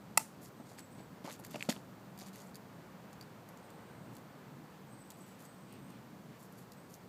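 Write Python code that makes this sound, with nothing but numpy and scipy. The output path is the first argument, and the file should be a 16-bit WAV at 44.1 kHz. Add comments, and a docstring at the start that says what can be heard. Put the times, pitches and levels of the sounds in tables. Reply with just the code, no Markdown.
"""A long branch, carried over wet garden pavement by a puppy, cracks once, then knocks, clacks and scrapes.
Impulsive or gritty forces drive damped resonances of the wood; claws and twig tips tick as short snaps and rings.
Wet paws scuff and soft rustles swell as shaped friction noise; a near echo and scattering leaves surround them.
A small bird whistles rows of sagging tones among trees; far traffic is filtered noise, with one car slowly
passing and one engine droning as a narrow resonance, over a steady faint hiss."""
import sys
import numpy as np
from scipy import signal
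from scipy.fft import rfft, irfft
from scipy.io import wavfile
from scipy.ndimage import uniform_filter1d

SR = 44100
rng = np.random.default_rng(int(sys.argv[2]) if len(sys.argv) > 2 else 0)


def transcribe(u):
    """Save the signal u as a 16-bit wav file named by the first command-line argument.

    u: samples, shape (n,) or (channels, n), limited to [-1, 1]; the rate is SR.
    q: integer samples, one column per channel.
    """
    v = np.clip(np.atleast_2d(u).T, -1, 1)
    q = np.round(v * 32767).astype(np.int16)
    wavfile.write(sys.argv[1], SR, q)


N = 312404
TIME = np.arange(N) / SR


def from_db(db):
    """Level to amplitude: 20 dB is a factor of ten."""
    return 10 ** (np.asarray(db) / 20)


def rms_one(x):
    """Normalisation to unit root-mean-square amplitude."""
    return x / np.sqrt(np.mean(x ** 2) + 1e-20)


def at_level(hit, db):
    """Short-time level: the loudest 2 ms of a hit get the given rms level."""
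    loudest_power = uniform_filter1d(hit ** 2, SR // 500).max()
    return from_db(db) * hit / np.sqrt(loudest_power)


def add(track, s, sound):
    """Superposition: mix a sound into the track at time s."""
    start = max(round(s * SR), 0)
    track[start:start + len(sound)] += sound[:max(N - start, 0)]


def cut(x, hz, kind, order=2):
    """Band limiting by a Butterworth low- or high-pass."""
    sos = signal.butter(order, np.clip(hz, 20, .45 * SR), kind, fs=SR, output="sos")
    return signal.sosfilt(sos, x)


def resonance(x, hz, width_hz):
    """Damped mode of vibration: a two-pole resonator with gain 1 at its peak."""
    r = np.exp(-np.pi * width_hz / SR)
    feedforward = np.array([1, 0, -1]) * (1 - r * r) / 2
    feedback = [1, -2 * r * np.cos(2 * np.pi * hz / SR), r * r]
    return signal.lfilter(feedforward, feedback, x + 1e-18)


def dying(t, t60):
    """Exponential decay: an envelope that falls by 60 dB in t60."""
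    return np.exp(-np.log(1000) * t / t60)


def drift(per_s):
    """Random modulation, rms 1: straight lines between 4000 random knots, then the last value held."""
    knots = rng.standard_normal(4000)
    return rms_one(np.interp(TIME * per_s, np.arange(len(knots)), knots))


def coloured_noise(spectrum):
    """Spectral shaping: steady noise of a given spectrum, falling 20 dB per octave beyond its ends; rms 1."""
    hz, db = np.transpose(spectrum)
    octave, known = np.log2(np.arange(N // 2 + 1) * SR / N + 1), np.log2(hz)
    beyond = np.abs(octave - np.clip(octave, known[0], known[-1]))
    gain = from_db(np.interp(octave, known, db) - 20 * beyond)
    return rms_one(irfft(rfft(rng.standard_normal(N)) * gain, N))


def contact(t60, grit):
    """Impact excitation: one push, then a dying chatter of tiny slips."""
    t = np.arange(SR // 5) / SR
    force = grit * rng.standard_normal(len(t)) * dying(t, t60)
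    force[0] += 1
    return force


# Modes of the branch. Each row: frequency in Hz, width in Hz, gain in dB.
BRANCH_MODES = [(242, 128, -11), (585, 150, -13), (896, 70, 6.5), (1318, 151, -5.5), (2000, 173, -5.5),
                (2660, 127, -5), (4260, 370, -13), (4500, 200, -8.5), (5440, 200, -7.5), (5900, 177, -12),
                (7190, 290, -5), (7820, 540, -7.5), (8460, 360, -5), (9680, 350, -6.5), (11030, 400, -7),
                (11420, 383, -7), (13320, 235, -9.5), (14780, 180, -14)]


def branch(force, drive):
    """Modal superposition: each mode of the wood answers the force in proportion to its drive."""
    rings = 0
    for share, (hz, width_hz, db) in zip(drive, BRANCH_MODES):
        rings = rings + share * from_db(db) * resonance(force, hz, width_hz)
    return rings


# Fractures within the one sharp crack. Each row: time in seconds, relative level in dB.
FRACTURES = [(0.1743, -5), (0.17585, 0)]


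def crack(level_db=-15.5, splinter_db=-23, splinter_t60=0.026, grit=0.04):
    """Brittle fracture: fibres give way within two milliseconds, ring the branch and fizz as splinters."""
    force, t = np.zeros(N), TIME[:SR // 20]
    for s, db in FRACTURES:
        splinters = grit * rng.standard_normal(len(t)) * dying(t, splinter_t60)
        fracture = cut(splinters, hz=3490, kind="high")
        fracture[0] += 1
        add(force, s, from_db(db) * fracture)
    signs = (-1.0) ** np.arange(len(BRANCH_MODES))  # neighbouring modes start in opposite phase
    rings = cut(branch(force, signs), hz=218, kind="high")
    fizz = from_db(splinter_db) * cut(force, hz=2500, kind="high")
    return at_level(rings + fizz, level_db)


# Dull knocks on the branch. Each row: start in seconds, level in dB, highest Hz that the blow excites,
# t60 of the contact chatter in seconds.
BLOWS = [(0.599, -46.5, 680, 0.081), (0.716, -50, 700, 0.05), (1.003, -48.5, 557, 0.05),
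         (1.2446, -38.5, 480, 0.06), (1.2523, -42, 620, 0.066), (1.2755, -42.5, 850, 0.093),
         (1.396, -48, 890, 0.02), (1.5432, -38, 720, 0.046), (1.5567, -39, 640, 0.046),
         (1.6873, -29, 302, 0.033), (1.6896, -29, 720, 0.049), (1.763, -48, 890, 0.052),
         (2.217, -47.5, 650, 0.11)]


def knocks(position=0.354, level_db=0.0):
    """Mode-shape excitation: soft blows part-way along the branch ring the low modes without a node there."""
    out = np.zeros(N)
    drive = np.sin(np.pi * np.arange(1, len(BRANCH_MODES) + 1) * position)
    for s, db, top_hz, t60 in BLOWS:
        soft = cut(contact(t60, grit=0.097), top_hz, "low", order=4)
        force = cut(soft, hz=156, kind="high", order=3)
        add(out, s, at_level(branch(force, drive), db + level_db))
    return out


# Hollow wooden clacks. Each row: start in seconds, level in dB, pitch in Hz.
HARD_CONTACTS = [(0.7867, -48.5, 1750), (1.3078, -46, 2100), (1.3155, -52, 1900), (1.4492, -50.5, 1720),
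                 (1.5435, -48, 2800), (1.557, -40, 2610), (1.6078, -39, 2450), (1.609, -40, 2450),
                 (1.6255, -30, 2400), (1.6888, -52, 2600), (1.695, -38, 3200), (1.7008, -38, 1590),
                 (1.704, -39, 3280), (1.7165, -46, 2600), (1.725, -42, 1650), (1.764, -47, 2990),
                 (2.2097, -54, 2100), (2.358, -53, 1900)]


def clacks(width_hz=520, top_hz=4200, level_db=0.0):
    """Heavily damped resonance: hard, clean contacts ring for a few cycles."""
    out = np.zeros(N)
    for s, db, hz in HARD_CONTACTS:
        ring = resonance(contact(t60=0.017, grit=0.051), hz, width_hz)
        clack = cut(cut(ring, top_hz, "low"), hz=1300, kind="high", order=3)
        add(out, s, at_level(clack, db + level_db))
    return out


# High resonances heard in every sharp contact. Each row: frequency in Hz, width in Hz, gain in dB.
SHARP_RESONANCES = [(4600, 190, 2), (7100, 1000, -2.5), (12460, 2300, 1.5)]


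def sharpened(force):
    """Parallel resonance: sharp contacts are heard directly and through shared high resonances."""
    rings = sum(from_db(db) * resonance(force, hz, width_hz) for hz, width_hz, db in SHARP_RESONANCES)
    return cut(force + rings, hz=14000, kind="low")


# a stroke bites quickly and lets go more slowly: shares of its length
STROKE_ATTACK, STROKE_RELEASE = 0.13, 0.6
# average grain rate under a stroke, and the smooth friction relative to a unit grain
GRAINS_PER_S, FRICTION_DB = 2200, -23


def scuff(length, low_hz, high_hz, grain_db):
    """Granular friction: random grit impulses over smooth noise, under one stroke's pressure; rms 1."""
    size = round(length * SR)
    along = np.linspace(0, 1, size)
    ramps = np.minimum(along / STROKE_ATTACK, (1 - along) / STROKE_RELEASE)
    pressure = np.minimum(1, ramps) ** 0.31
    sizes = from_db(grain_db * np.minimum(rng.exponential(1, size), 3)) * rng.choice([-1, 1], size)
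    grains = sizes * (rng.random(size) < GRAINS_PER_S / SR)
    friction = from_db(FRICTION_DB) * rng.standard_normal(size)
    stroke = cut(sharpened(grains + friction) * pressure, low_hz, "high")
    softened = cut(stroke, high_hz, "low", order=1)
    return rms_one(cut(softened, 2 * high_hz, "low", order=1))


# a brighter scrape has less bass: its low edge doubles with each step of brightness
SCRAPE_BASS_HZ, BRIGHTNESS_STEP_HZ = 355, 4050
# Gritty scrapes of the branch. Each row: start in seconds, length in seconds, level in dB before the
# overall trim and clumping, brightness in Hz.
DRAGS = [(0.654, 0.11, -68.5, 8000), (0.777, 0.032, -59.5, 4300), (0.981, 0.037, -66.5, 3000),
         (1.25, 0.06, -52, 695), (1.241, 0.07, -58.5, 4200), (1.297, 0.072, -60.5, 6500),
         (1.436, 0.025, -61.5, 6000), (1.495, 0.2, -62, 6500), (1.541, 0.026, -51, 1510),
         (1.6885, 0.021, -41.5, 4020), (1.711, 0.018, -52.5, 3600), (1.735, 0.069, -65, 6000),
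         (2.181, 0.092, -65.5, 5800), (2.259, .04, -62, 7000), (2.33, 0.054, -64, 8000),
         (2.385, 0.06, -64.5, 8000)]


def scrapes(clump_db=2.0, level_db=0.5):
    """Stick-slip friction: the branch drags and catches, so its grit comes in clumps."""
    out = np.zeros(N)
    for s, length, db, bright_hz in DRAGS:
        low_hz = SCRAPE_BASS_HZ * 2 ** (bright_hz / BRIGHTNESS_STEP_HZ)
        add(out, s, from_db(db + level_db) * scuff(length, low_hz, bright_hz, grain_db=4.0))
    return out * from_db(clump_db * drift(300))


def tick(hz, width_hz, snap_db, ring_grit=0.075):
    """Impulse response: a tiny bright snap and a short ring, different at each touch."""
    ring = resonance(contact(t60=0.027, grit=ring_grit), hz, width_hz)
    snap = sharpened(cut(contact(t60=0.023, grit=0.39), hz=2200, kind="high", order=1))
    return at_level(ring, 0) + at_level(snap, snap_db)


# grains catch and let go at random: rate, mean level over the drag's table level, spread
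CATCHES_PER_S, CATCH_DB, CATCH_SPREAD_DB = 32, 2, 5


def catches(low_hz=3500, high_hz=9000, width_hz=700, snap_db=-6):
    """Random slip events: small ticks scattered along each longer drag, following its level."""
    out = np.zeros(N)
    for start, length, db, _ in DRAGS:
        for when, pitch in rng.random((int(CATCHES_PER_S * length), 2)):
            catch = tick(low_hz * (high_hz / low_hz) ** pitch, width_hz, snap_db)
            catch_db = db + CATCH_DB + CATCH_SPREAD_DB * rng.standard_normal()
            add(out, start + when * length, at_level(catch, catch_db))
    return out


# a tip skips once after each touch: typical delay in seconds, weakening in dB
SKIP_S, SKIP_LOSS_DB = 0.013, 10
# Touches of claws and twig tips on the ground. Each row: start in seconds, level in dB, ring in Hz,
# ring width in Hz, snap relative to the ring in dB.
TOUCHES = [(0.4345, -55, 13000, 1800, -10), (0.445, -54, 11800, 1400, -10), (0.4505, -53, 6800, 1500, -10),
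           (0.459, -52, 5400, 1500, -8), (0.6925, -59, 7400, 900, -4), (0.787, -51, 8950, 2000, -8),
           (0.7925, -47, 8000, 2000, -17), (1.248, -53, 4800, 1180, -1), (1.276, -51, 4600, 1200, -5),
           (1.2988, -57, 6200, 1400, -4), (1.3077, -47, 3900, 500, -11), (1.316, -50, 6000, 1400, -3),
           (1.3212, -52, 7800, 1200, -3), (1.3265, -49, 6800, 1200, 0), (1.333, -52, 7000, 1200, -4),
           (1.3388, -53, 6800, 1500, -4), (1.3925, -57, 9000, 1500, -3), (1.398, -51, 12000, 1500, -1),
           (1.4487, -45, 7160, 900, 3), (1.4665, -51, 13000, 1500, 6), (1.5107, -51, 12300, 1400, -7),
           (1.56, -46, 5600, 1200, -8), (1.6266, -41.5, 7640, 1000, -9), (1.6955, -32, 6940, 900, -4),
           (1.6987, -37, 4500, 500, -8), (1.7042, -42, 7500, 1500, -5), (1.7155, -45, 5200, 1300, -8),
           (1.7195, -47, 4400, 900, -8), (1.725, -41, 3900, 1200, -5), (2.1768, -53, 4800, 496, 2),
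           (2.1892, -47.5, 12100, 1200, 2), (2.1992, -48, 4900, 1500, -12), (2.2097, -50, 5300, 1800, -11),
           (2.215, -48, 4300, 900, -14), (2.2285, -51.5, 6600, 600, -8), (2.276, -59, 7000, 1500, 1),
           (2.285, -56, 4800, 1400, -1), (2.332, -58, 6900, 800, 1), (2.358, -50.5, 6400, 890, 7),
           (2.3825, -55, 6500, 800, -5), (2.4025, -53, 6880, 700, -6), (2.419, -55, 6800, 700, -3),
           (2.472, -58, 7800, 500, -10), (2.4938, -63, 7800, 500, -10), (2.5454, -51.5, 4600, 300, 1),
           (2.5556, -46, 4650, 220, 2.5), (3.13, -54, 6800, 1500, -1), (3.2113, -46, 4670, 380, -6),
           (3.2267, -56, 4730, 380, -10), (3.489, -52, 12100, 1500, 2), (3.5741, -56, 7000, 900, -7),
           (3.7038, -57, 8000, 1000, 3), (4.1523, -55, 7870, 1200, -2), (4.1674, -51.5, 4000, 700, 6),
           (5.1037, -46, 7650, 1100, -1), (5.1082, -51, 3660, 600, 2), (5.405, -58, 8500, 1500, -2),
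           (5.4528, -53.5, 7600, 1200, -4), (5.7256, -53.5, 10500, 1600, -3), (5.903, -59, 6000, 1400, 2),
           (6.402, -59, 12000, 1800, -2), (6.429, -56, 9500, 1800, 0), (6.5249, -57, 11200, 1400, 0),
           (6.556, -63, 9000, 1400, -6), (6.588, -60, 11500, 1800, -2), (6.72, -50, 4870, 1600, 0),
           (6.9408, -48, 6200, 1100, -7), (6.948, -55, 14000, 1800, -8)]


def ticks(level_db=0.0):
    """Repeated impact: each tip touches, then skips once, later and weaker."""
    out = np.zeros(N)
    for s, db, *colour in TOUCHES:
        add(out, s, at_level(tick(*colour), db + level_db))
        skip = at_level(tick(*colour), db + level_db - SKIP_LOSS_DB)
        add(out, s + SKIP_S * rng.uniform(0.55, 1.4), skip)
    return out


# length in seconds and band edges shared by all paw brushes
PAW_S, PAW_LOW_HZ, PAW_HIGH_HZ = 0.082, 4800, 14900
# Wet paws brush the pavement. Each row: start in seconds, level in dB before clumping.
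PAW_BRUSHES = [(0.411, -63.5), (2.44, -74), (4.12, -74), (5.17, -72), (5.26, -70.5), (5.39, -66.5),
               (6.389, -68), (6.566, -68.5), (6.892, -67.5)]


def paws(clump_db=2.0, level_db=0.0):
    """Sliding friction: each wet pad makes a short, bright brush of one length and colour."""
    out = np.zeros(N)
    for s, db in PAW_BRUSHES:
        add(out, s, from_db(db + level_db) * scuff(PAW_S, PAW_LOW_HZ, PAW_HIGH_HZ, grain_db=3.0))
    return out * from_db(clump_db * drift(300))


# Soft rustles as the puppy turns. Each row: start in seconds, length in seconds, level in dB, centre in Hz.
SOFT_RUBS = [(4.662, 0.21, -75, 3000), (5.168, .34, -73.5, 2300), (5.658, 0.16, -71, 2580),
             (5.856, 0.18, -72, 2500), (6.265, .15, -71, 2000)]


def rustles(width_hz=900, level_db=0.0):
    """Band-limited friction: a smooth swell of noise in one broad band."""
    out, rub = np.zeros(N), rng.standard_normal(N)
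    for s, length, db, hz in SOFT_RUBS:
        start, size = round(s * SR), round(length * SR)
        swell = rub[start:start + size] * np.sqrt(np.hanning(size))
        add(out, s, from_db(db + level_db) * rms_one(resonance(swell, hz, width_hz)))
    return out


# Colour of the sound scattered by leaves. Each row: frequency in Hz, relative density in dB per Hz.
LEAF_SPECTRUM = [(2000, 1), (3400, -6.5), (5000, -1.5), (7500, 4), (9500, 2), (12000, -2), (15000, -8)]


def garden(x, wet_db=-20.0, t60=0.267, delay=0.016, echo_db=-27, echo_t60=0.072):
    """Reflection and scattering: a near surface smears a dull echo; leaves diffuse treble into a dying hiss."""
    t = np.arange(SR) / SR
    smear = rng.standard_normal(SR) * dying(t, echo_t60) * (1 - dying(t, t60=0.03))
    near = cut(smear, hz=1007, kind="low", order=1)
    echo = from_db(echo_db) * signal.fftconvolve(x, rms_one(near) / np.sqrt(SR))[:N]
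    fade = dying(t, t60) ** 2  # decay of power
    treble_power = cut(x, hz=3503, kind="high") ** 2
    scattered_power = signal.fftconvolve(treble_power, fade / fade.sum())[:N]
    hiss = from_db(wet_db) * np.sqrt(np.abs(scattered_power)) * coloured_noise(LEAF_SPECTRUM)
    out = x.copy()
    add(out, delay, echo + hiss)
    return out


# a phrase is a quick row of tiny notes, each sagging in pitch, and it fades towards its end
NOTE_S, NOTE_SAG_HZ = 0.013, 200  # the note length is rounded to fit the phrase
PHRASE_FADE_DB = 2.5
# Bird phrases. Each row: start in seconds, length in seconds, level in dB before the overall trim,
# first pitch in Hz, last pitch in Hz, scale of note scatter and flutter in Hz.
WHISTLES = [(0.57, 0.16, -75, 8250, 8200, 30), (0.774, 0.076, -64, 7930, 7800, 30),
            (0.909, 0.13, -68.5, 8180, 7900, 30), (3.583, 0.52, -75.5, 8600, 8360, 260),
            (4.868, 0.035, -72, 8100, 8150, 100), (4.905, 0.08, -67, 8170, 8280, 100),
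            (4.984, 0.045, -63, 8140, 7950, 80), (5.04, 0.083, -68, 8280, 8060, 160),
            (5.113, 0.06, -67, 8030, 8060, 120), (5.201, 0.065, -65.5, 8020, 7900, 140),
            (5.275, 0.085, -73, 8050, 7880, 130), (5.443, 0.11, -67.5, 8200, 8280, 140),
            (5.58, 0.23, -73, 8250, 8250, 190), (5.813, 0.14, -71.5, 8230, 8380, 180),
            (6.768, .1, -72.5, 8040, 8140, 80)]


def bird(flutter=1.1, note_spread_db=2.5, level_db=-5.0):
    """Frequency modulation: thin, quick whistles vary in pitch and strength; scattered notes flutter more."""
    out, waver = np.zeros(N), flutter * drift(700)
    for start, length, db, first_hz, last_hz, scatter_hz in WHISTLES:
        span = slice(round(start * SR), round((start + length) * SR))
        along = np.linspace(0, 1, len(TIME[span]))
        note, in_note = np.divmod(along * max(round(length / NOTE_S), 1), 1)
        pitch, strength = rng.standard_normal((500, 2))[note.astype(int)].T
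        glide_hz = first_hz + (last_hz - first_hz) * along
        hz = glide_hz + scatter_hz * (.5 * pitch + waver[span]) + NOTE_SAG_HZ * (.5 - in_note)
        note_db = note_spread_db * strength - PHRASE_FADE_DB * along
        effort = np.sqrt(np.sin(np.pi * in_note)) * from_db(note_db)
        phase = 2 * np.pi * np.cumsum(hz) / SR
        add(out, start, from_db(db + level_db) * rms_one(effort * np.sin(phase)))
    return out


def trees(x, wet_db=-3, t60=0.3):
    """Reverberation: a far call arrives with many reflections off the trunks."""
    decay = rng.standard_normal(SR) * dying(np.arange(SR) / SR, t60)
    response = rms_one(decay) / np.sqrt(SR)
    return x + from_db(wet_db) * signal.fftconvolve(x, response)[:N]


# mean levels of far traffic: engine hum and steady tyre noise
HUM_DB, TYRES_DB = -56, -62
# one car goes slowly by: tyre level at its nearest, time of that, seconds to fall 3 dB
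CAR_DB, CAR_NEAREST_S, CAR_PASS_S = -60, 3.46, 2.05
# Spectra of engine hum, tyre noise and the steady faint background hiss. Each row: frequency in Hz,
# relative density in dB per Hz.
HUM_SPECTRUM = [(30, -30), (48, -33), (62, -14.5), (85, -16), (115, -1.5), (185, 0), (270, -5), (380, -10),
                (600, -29), (1200, -54)]
TYRE_SPECTRUM = [(250, -14.5), (450, 2), (650, 0), (1000, -1.5), (1500, -6.5), (2200, -12), (3300, -18.5),
                 (6000, -31.5)]
HISS_SPECTRUM = [(2000, -3), (4100, 3.5), (4600, 4), (5200, 1), (8000, 1), (10000, -4.5), (13000, 0.5),
                 (15500, -1)]


def background(hiss_db=-69.5, hum_wander_db=1.24, tyre_wander_db=0.42):
    """Distance law: a passing car falls off with its distance, amid far hum, tyre rush and faint hiss."""
    hum = from_db(HUM_DB + hum_wander_db * drift(10.0)) * coloured_noise(HUM_SPECTRUM)
    car = from_db(CAR_DB) / np.hypot(1, (TIME - CAR_NEAREST_S) / CAR_PASS_S)
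    tyre_level = np.hypot(from_db(TYRES_DB), car)  # independent noises add in power
    tyres = tyre_level * from_db(tyre_wander_db * drift(11.0)) * coloured_noise(TYRE_SPECTRUM)
    return hum + tyres + from_db(hiss_db) * coloured_noise(HISS_SPECTRUM)


DRONE_HZ, DRONE_WIDTH_HZ = 190.9, 14  # the width is that of each of two equal resonances in series
# Swell of a far engine at one pitch. Each row: time in seconds, level in dB.
DRONE_SWELL = [(0, -86), (2.0, -60.5), (2.35, -58.5), (2.9, -63), (3.3, -72), (7.08, -64)]


def drone():
    """Narrow-band noise: the firing note of one far engine wavers as it swells and sinks."""
    once = resonance(rng.standard_normal(N), DRONE_HZ, DRONE_WIDTH_HZ)
    note = resonance(once, DRONE_HZ, DRONE_WIDTH_HZ)
    evened = note / np.sqrt(uniform_filter1d(note ** 2, SR // 4) + 1e-20)  # level evened over 0.25 s
    return from_db(np.interp(TIME, *np.transpose(DRONE_SWELL))) * evened


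def scene():
    """Superposition of sources: the puppy and branch are close, bird and traffic are far."""
    wood = crack() + knocks() + clacks() + scrapes() + catches()
    puppy = wood + ticks() + paws() + rustles()
    return (garden(puppy) + trees(bird()) + background() + drone())[None]


CUTOFF_HZ = 15400


def record(dry):
    """Band limitation: an elliptic low-pass cuts the top of the band steeply."""
    return signal.sosfilt(signal.ellip(10, .1, 80, CUTOFF_HZ, fs=SR, output="sos"), dry)


dry = scene()
out = record(dry)
transcribe(out)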